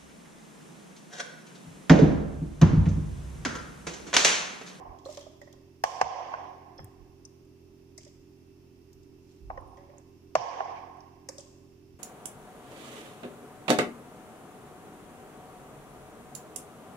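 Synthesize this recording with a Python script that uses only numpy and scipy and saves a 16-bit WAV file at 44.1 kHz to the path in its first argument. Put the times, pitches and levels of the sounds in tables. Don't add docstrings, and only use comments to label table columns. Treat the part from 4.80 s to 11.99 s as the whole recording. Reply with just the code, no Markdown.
import sys
import numpy as np
from scipy import signal
from scipy.fft import rfft, irfft, next_fast_len
from scipy.io import wavfile
from scipy.ndimage import uniform_filter1d

SR = 44100
rng = np.random.default_rng(int(sys.argv[2]) if len(sys.argv) > 2 else 0)


def int16_out(signal):
    q = np.round(np.clip(np.atleast_2d(signal).T, -1, 1) * 32767)
    wavfile.write(sys.argv[1], SR, q.astype(np.int16))


def convert_level_to_amplitude(level_db):
    exponent = np.asarray(level_db, float) / 20
    return 10 ** exponent


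N = 317106

# frequency [Hz], density [dB per Hz].
FLESH_SLAP = [(30, -27), (250, -33.5), (420, -41), (550, 9), (800, 6.5), (1200, -10), (2200, -18),
              (3200, -41), (5000, -59)]


def knocks():
    # start [s], peak [dB], crack [dB], pitch [Hz], room [dB].
    blows = [
        (1.0378, -14, -18.5, 760, -12),
        (1.2127, -9, -21, 740, -14.5),
        (1.537, -25.5, -26, 1030, -14),
        (1.9905, -47, -36.5, 834, -19.5),
        (4.7, -29.5, -54.5, 763, -14.5),
        (4.775, -43, -31.5, 1160, -10),
        (5.5527, -11.5, -21, 710, -12),
        (5.804, -21, -25.5, 725, -14.5),
    ]
    # pitch ratio, level [dB].
    wall_modes = [(.7, -33), (1, 0), (1.502, -6), (2.099, -25), (2.599, -23.5), (3.7, -43)]
    # frequency [Hz], density [dB per Hz].
    crack_colour = [(760, -39), (1300, -4.5), (3040, -14.5), (3670, -28.5), (4750, -18), (5550, -14),
                    (8410, -29.5), (11100, -53.5), (14600, -43.5), (15500, -73)]
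    earlier_db = -40.5
    hard_crack_db, tilt_per_db, steepest_db = -21, 2, 16
    low_cut_hz = 326.4
    out, t = np.zeros((2, N)), np.arange(SR // 20) / SR
    add(out, -.3, convert_level_to_amplitude(earlier_db) * room(dull_db=8))
    for s, db, crack_db, hz, wet_db in blows:
        damped = convert_level_to_amplitude(-900 * t - 60 * np.maximum(t - .0049, 0) / .007)
        swing = np.zeros((2, len(t)))
        for port in range(2):
            for ratio, level_db in wall_modes:
                mode_db = level_db + rng.normal(0, 1) - 410 * (ratio - 4) * t
                swing[port] += convert_level_to_amplitude(mode_db) * np.sin(2 * np.pi * hz * ratio * t)

        tilt_db = -np.clip(tilt_per_db * (hard_crack_db - crack_db), 0, steepest_db)
        colour = lambda f: convert_level_to_amplitude(along(crack_colour, f) + tilt_db * np.log2(f / 5000 + 0.082))
        crack_decay = convert_level_to_amplitude(-60 * t / 0.044) + 0.75 * convert_level_to_amplitude(-60 * t / 0.0024)
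        crack = convert_level_to_amplitude(crack_db + 11) * crack_decay * rush(len(t), colour)
        slap = convert_level_to_amplitude(-6.5) * rush(len(t), lambda f: convert_level_to_amplitude(along(FLESH_SLAP, f)), [(100, 0.98), (2000, 0.33)])

        rise = np.clip(t / .0011, 0, 1)
        body = (swing + slap) * rise ** 2 * damped
        first_copy = convert_level_to_amplitude(-5.5) * np.roll(body, round(0.0078 * SR), axis=1)
        second_copy = convert_level_to_amplitude(-15.0) * np.roll(body, round(.0125 * SR), axis=1)
        blow = body + first_copy + second_copy + crack * np.sqrt(rise)
        blow = signal.sosfilt(signal.butter(2, low_cut_hz, "high", fs=SR, output="sos"), blow)
        add(out, s, convert_level_to_amplitude(db + np.array([[-1], [1]])) * blow, lag=12)
        dull_db = 0.57 * max(-19.0 - crack_db, 0)
        add(out, s + 0.0023, convert_level_to_amplitude(db + wet_db - 11.0) * room(dull_db))
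    return out


def room(dull_db=0):
    # frequency [Hz], density [dB per Hz].
    echo = [(180, -74), (300, -38.5), (339, -22.5), (396, -40), (448, -13), (629, -9), (701, -2),
            (844, -4.5), (1050, -7), (1340, -25.5), (2070, -22), (3180, -23), (3950, -31.5), (5720, -19),
            (12000, -68.5), (15600, -102), (22000, -120)]
    # frequency [Hz], extra loss [dB per s].
    absorb = [(800, 13), (2000, 8.5), (6000, 39), (12000, 53.5)]
    # frequency [Hz], width [Hz], boost [dB].
    hollow = [(750, 20, 5), (1072, 32, 8), (1657, 70, 5), (2160, 146, 0.5)]
    level_db, fade_db_per_s, swell_db, swell_s = 5, 20, 0, .03
    drop_from_s, drop_to_s, drop_db_per_s = 0.42, 0.58, 41
    hollow_db = lambda f: sum(db / (1 + ((f - c) / w) ** 2) for c, w, db in hollow)
    dulling_db = lambda f: dull_db * np.log2(np.maximum(f / 1100, 1))
    colour = lambda f: convert_level_to_amplitude(along(echo, f) + hollow_db(f) - dulling_db(f))
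    hz, t, z = signal.stft(rush(round(1.4 * SR), colour), SR, nperseg=256)
    fade_db = level_db - swell_db * np.exp(-t / swell_s)
    fade_db = fade_db - drop_db_per_s * (np.clip(t, drop_from_s, drop_to_s) - drop_from_s)
    fade_db = fade_db - t * (fade_db_per_s + along(absorb, hz)[:, None])
    clumps = uniform_filter1d(rng.standard_normal(fade_db.shape), size=4, axis=0)
    clumps = uniform_filter1d(clumps, size=8, axis=1)
    fade_db = fade_db + 1.8 * unit(clumps)
    return signal.istft(z * convert_level_to_amplitude(fade_db), SR, nperseg=256)[1] * convert_level_to_amplitude([[-3], [3]])


def thumps():
    # start [s], peak [dB], t60 [s].
    landings = [
        (1.046, -42, 0.061),
        (1.226, -40.5, 0.24),
        (1.992, -43, 0.16),
        (2.03, -47, 0.24),
        (5.569, -45.5, 0.28),
    ]
    out, t = np.zeros((2, N)), np.arange(SR // 4) / SR
    for s, db, t60_s in landings:
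        push = rush(len(t), lambda f: (f / 120) ** 2 / (1 + (f / 120) ** 6), [(100, 0.91)])
        add(out, s, convert_level_to_amplitude(db + 2.5 - 60 * t / t60_s) * np.clip(t / 0.0027, 0, 1) * push)
    return out


def ticks():
    # start [s], peak [dB], centre [Hz], room [dB].
    wet_ticks = [(0.1867, -54.5, 5300, -4), (0.3242, -44, 6330, -11), (0.344, -50, 5360, -10),
                 (0.3716, -37, 5040, -14), (0.41, -44.5, 4900, -1), (0.6143, -53, 5550, 0.5),
                 (0.7267, -50, 5200, -8), (3.1775, -35.5, 6500, -9.5), (3.214, -57, 6290, -7),
                 (3.2316, -50, 5750, -6), (3.249, -48, 5870, -12), (3.277, -51, 5500, -20),
                 (4.13, -53.5, 6100, -13), (4.2308, -59, 5730, -25.5), (4.9706, -59, 5180, -1),
                 (6.4875, -29.5, 6500, -13), (6.5818, -36, 5850, -8), (6.605, -43, 6500, -22)]
    specks = [(1.9594, -63, 11400, -20), (2.0023, -61, 13750, -21), (2.4523, -47, 9050, -20),
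              (2.6514, -65, 8130, -20), (4.129, -56.5, 13230, -9), (4.809, -60, 9200, -16),
              (4.8768, -62.5, 9500, -3), (6.1694, -65, 8380, -20)]
    smacks = [(0.3368, -63, 3160, -8), (0.3722, -42, 2070, -10.5), (1.9914, -43, 1580, -19),
              (2.0433, -58, 1730, -17), (3.1774, -60.5, 2014, -8.5), (3.2094, -55.5, 3000, -3),
              (3.2336, -61, 1984, -8), (3.253, -64, 2020, -6), (3.291, -67, 2620, -14),
              (4.7011, -42, 1800, -12), (5.0994, -55.5, 2000, -5), (5.1843, -62, 1770, -6),
              (6.488, -41, 1940, -9.5), (6.599, -52.5, 3400, -4.5)]
    pricks = [(0.2526, -49, 4100, -26), (1.9793, -45.5, 5040, -17), (2.4511, -39.5, 5820, -16.5),
              (4.774, -57.5, 5300, -19), (4.9728, -55.5, 1930, 2), (5.1816, -46.5, 7200, -15),
              (6.205, -51.5, 5290, -11), (6.5942, -44, 7850, -4.5)]
    snaps = [(.3716, -51, 12000, -13), (.6143, -55, 14000, -21), (.7267, -53, 14000, -19),
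             (1.037, -32, 9500, -1.5), (2.0435, -38.5, 12800, -24.5), (3.1775, -50, 14350, -16.5),
             (6.4875, -42.5, 12900, -6), (6.5818, -55, 14000, -11)]
    # frequency [Hz], gain [dB].
    port_colour = [(2000, 8), (3300, 8.5), (3700, -4.5), (4400, -11.5), (4800, -3.5), (5400, -2.5),
                   (7000, -4.5), (10000, -12), (15000, -7)]
    # rows, t60 [s], width [octaves]
    kinds = [(wet_ticks, 0.038, .44), (specks, 0.007, 0.1), (smacks, 0.02, 0.34),
             (pricks, 0.021, 0.19), (snaps, .018, 0.6)]
    out, t = np.zeros((2, N)), np.arange(SR // 2) / SR
    soft = np.clip(t / .0006, 0, 1)
    for rows, t60_s, octaves in kinds:
        for s, db, hz, wet_db in rows:
            bell = lambda f: np.exp(-.5 * (np.log2(f / hz + 1e-9) / (1.28 * octaves)) ** 4)
            band = lambda f: bell(f) * convert_level_to_amplitude(along(port_colour, f))
            puff = soft * convert_level_to_amplitude(-60 * np.maximum(t - .002, 0) / t60_s) * rush(len(t), band)
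            tail_gain = convert_level_to_amplitude(wet_db - 8.0 - 60 * t / 0.75) * np.clip(t / 0.0044, 0, 1)
            tail = tail_gain * rush(len(t), lambda f: band(f) / (1 + (f / 8000) ** 4))
            add(out, s, convert_level_to_amplitude(db - 5.5) * (puff + tail))
    return out


def rim():
    # peak time [s], peak [dB], pitch [Hz], t60 [s], upper mode [dB].
    rim_taps = [(0.26, -33, 537, 0.1, -10), (0.287, -36, 598, 0.14, -15), (0.375, -39.5, 570, 0.14, -6),
                (0.414, -49.5, 580, 0.14, -15), (0.468, -36.5, 614, 0.033, -23),
                (0.737, -46, 560.4, 0.0094, -12), (4.776, -36, 524, 0.051, -1),
                (4.978, -53.5, 563, 0.45, -4), (5.094, -49.5, 574, 0.089, -19),
                (5.135, -54, 575, 0.21, -15.5), (5.185, -56, 547, 0.052, -19.5),
                (6.491, -34, 548, 0.05, -14), (6.586, -40.5, 570, 0.073, -17)]
    edge_taps = [
        (0.617, -40.5, 579, 0.082, -8.5),
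        (0.674, -48, 592, 0.041, -7),
        (1.989, -47.5, 538, 0.077, -3.5),
        (3.181, -56, 627, 0.063, 2),
        (3.266, -53.5, 588, 0.097, -13),
    ]
    second_ratio, third_ratio = 1.95, 3.275
    out, t = np.zeros((2, N)), np.arange(SR // 2) / SR
    near = lambda centre, width: rush(len(t), lambda f: 1 / (1 + ((f - centre) / width) ** 2))
    taps = [(*row, second_ratio) for row in rim_taps] + [(*row, third_ratio) for row in edge_taps]
    for s, db, hz, t60_s, upper_db, ratio in sorted(taps):
        upper_hz = hz * ratio
        ring = convert_level_to_amplitude(-60 * t / t60_s) * (np.sin(2 * np.pi * hz * t) + 0.39 * near(hz, 60))
        slap = convert_level_to_amplitude(1) * rush(len(t), lambda f: convert_level_to_amplitude(along(FLESH_SLAP, f)))
        upper = convert_level_to_amplitude(upper_db - 60 * t / 0.053) * (near(upper_hz, 92) + slap)
        tail = convert_level_to_amplitude(-24.5 - 60 * t / 0.96) * (near(hz, 34) + convert_level_to_amplitude(upper_db + 3) * near(upper_hz, 200))
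        gain = convert_level_to_amplitude(db + np.array([[0], [4]])) * (1 - np.exp(-t / 0.0022))
        add(out, s - .002, gain * (ring + upper + tail), lag=8)
    return out


def pings():
    # start [s], level [dB], frequency [Hz], t60 [s].
    modes = [
        (.252, -44.5, 4140, 0.052),
        (1.982, -53, 5270, 0.19),
        (1.98, -67, 3330, 0.37),
        (2.45, -45, 5930, 0.031),
        (4.775, -39.5, 1927, 0.024),
        (6.5, -67, 1760, 0.16),
    ]
    out, t = np.zeros((2, N)), np.arange(SR // 4) / SR
    for s, db, hz, t60_s in modes:
        rough = rush(len(t), lambda f: 1 / (1 + ((f - hz) / 80) ** 2))
        gain = convert_level_to_amplitude(db - 60 * t / t60_s) * np.clip(t / 0.0033, 0, 1)
        add(out, s, gain * (np.sin(2 * np.pi * hz * t) + rough), lag=4)
    return out


def scrape():
    # start [s], rise [s], hold [s], level [dB], fall [dB per s].
    strokes = [
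        (0.245, .07, 0.031, -53.5, 99),
        (4.42, .09, 0.022, -72, 90),
    ]
    # frequency [Hz], density [dB per Hz].
    skin = [(1180, -31), (2000, -6.5), (2460, -10.5), (4360, -3.5), (4750, -7.5), (5130, -2.5), (7290, -5),
            (9030, -14.5), (15500, -25)]
    slips = convert_level_to_amplitude(2.4 * unit(uniform_filter1d(rng.standard_normal(N), size=300)))
    slides = sum(stroke_gain(*row, depth_db=9) for row in strokes)
    return slides * unit(slips * rush(N, lambda f: convert_level_to_amplitude(along(skin, f))))


def bumps():
    # peak time [s], peak [dB], rise [s], fall [s].
    pushes = [(0.12, -50, 0.11, 0.057), (0.25, -61, 0.056, .05), (1.99, -77, .04, .2),
              (2.2, -54.5, .05, 0.4), (4.2, -59.5, 0.2, 0.093), (4.315, -61, .04, 0.16),
              (4.635, -43.5, 0.025, 0.4), (4.872, -50, .12, 0.069), (5.08, -75, .2, .05),
              (7.0, -77, .05, 0.17), (7.15, -52, .045, 0.049)]
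    # frequency [Hz], density [dB per Hz].
    hand = [(8.8, -28), (15, -19), (38, 8), (75, 2), (138, -10), (183, -21), (200, -24), (260, -38.5),
            (440, -120)]
    span_db = 21
    shake = rush(N, lambda f: convert_level_to_amplitude(along(hand, f)), [(30, .4)]) * convert_level_to_amplitude([[-5], [3]])
    gain = sum(stroke_gain(s - rise_s, rise_s, 0, db, span_db / fall_s, span_db)
               for s, db, rise_s, fall_s in pushes)
    return convert_level_to_amplitude(-1.5) * gain * shake


def hum():
    # order, level [dB], left-right difference [dB].
    harmonics = [(1, -85.5, -9.5), (2, -63.5, -5), (3, -64.5, -1), (4, -72, -11), (5, -72, 2),
                 (6, -68, -8.5), (7, -67, -2.5), (8, -65.5, -2.5), (9, -63, -8), (10, -80, -2)]
    # frequency [Hz], density [dB per Hz].
    drone = [(15, -12.5), (49, -5), (65, -15), (100, -4.5), (160, -12.5), (240, -14.5), (290, 0),
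             (335, -11), (375, -3), (430, -13), (470, -32), (520, -120)]
    air = [(250, -27), (420, -13.5), (460, -11), (552, -10), (704, -14.5), (911, -14), (1080, -16.5),
           (1370, -20.5), (1600, -22), (2640, -20), (4160, -26), (5380, -18), (7740, -31), (14900, -29.5),
           (15800, -24.5)]
    hum_hz = 43.345
    turn = 2 * np.pi * hum_hz * np.arange(N) / SR + 2.1
    tones = np.zeros((2, N))
    for order, db, pan_db in harmonics:
        k = round(order)
        phase = -2.2 + .017 * k * k * (-1) ** k
        tones += np.sqrt(2) * convert_level_to_amplitude(db + pan_db * np.array([[.5], [-.5]])) * np.cos(k * turn + phase)
    rumble = convert_level_to_amplitude(-61) * rush(N, lambda f: convert_level_to_amplitude(along(drone, f))) * convert_level_to_amplitude([[-2], [2]])
    whine_db = lambda f: 9 / (1 + ((f - 2670) / 35) ** 2)
    hiss = rush(N, lambda f: convert_level_to_amplitude(along(air, f) + whine_db(f)))
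    return tones + rumble + convert_level_to_amplitude(-68) * hiss * convert_level_to_amplitude([[-1.5], [1.5]])


def stroke_gain(start_s, rise_s, hold_s, db, fall_db_per_s, depth_db):
    t = np.arange(N) / SR - start_s
    climb_db = depth_db * np.clip(1 - t / rise_s, 0, 1)
    fall_db = fall_db_per_s * np.maximum(t - rise_s - hold_s, 0)
    return (t > 0) * convert_level_to_amplitude(db - climb_db - fall_db)


def unit(x):
    return x / np.sqrt(np.mean(x ** 2) + 1e-20)


def along(points, hz):
    f, v = np.transpose(points)
    return np.interp(np.log(hz + 1), np.log(f + 1), v)


def rush(n, gain, alike=None):
    # frequency [Hz], left-right likeness [-1 to 1].
    diffuse = [(60, .93), (290, 0.71), (640, 0.24), (1400, 0)]
    m = next_fast_len(n + 2048)
    hz = np.fft.rfftfreq(m, 1 / SR)
    likeness = along(diffuse if alike is None else alike, hz)
    turn = np.arccos(np.clip(likeness, -1, 1)) / 2
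    spectrum = rfft(rng.standard_normal((2, m))) * gain(hz)
    mid, side = irfft(spectrum * [np.cos(turn), np.sin(turn)], m)[:, :n]
    return unit(np.array([mid + side, mid - side]))


def add(out, s, sound, lag=0):
    for ch, start in enumerate((round(s * SR), round(s * SR) + lag)):
        part = sound[ch][max(-start, 0):N - start]
        out[ch, max(start, 0):][:len(part)] += part


def scene():
    return knocks() + thumps() + ticks() + pings() + rim() + scrape() + bumps() + hum()


def band_limit(x):
    return signal.sosfilt(signal.butter(12, 16430, fs=SR, output="sos"), x)


def record(dry):
    top_hz = 15450
    over_db = np.maximum(20 * np.log10(np.abs(dry).max(axis=0) + 1e-9) + 22, 0)
    recovery_db = 22 * np.arange(N) / SR
    held_db = np.maximum.accumulate(0.37 * over_db + recovery_db) - recovery_db
    duck_db = np.roll(uniform_filter1d(held_db, size=200), round(0.0037 * SR))
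    spectrum = rfft(dry * convert_level_to_amplitude(-duck_db))
    kept = irfft(spectrum * (np.fft.rfftfreq(N, 1 / SR) < top_hz), N)
    return band_limit(kept)


dry = scene()
out = record(dry)
int16_out(out)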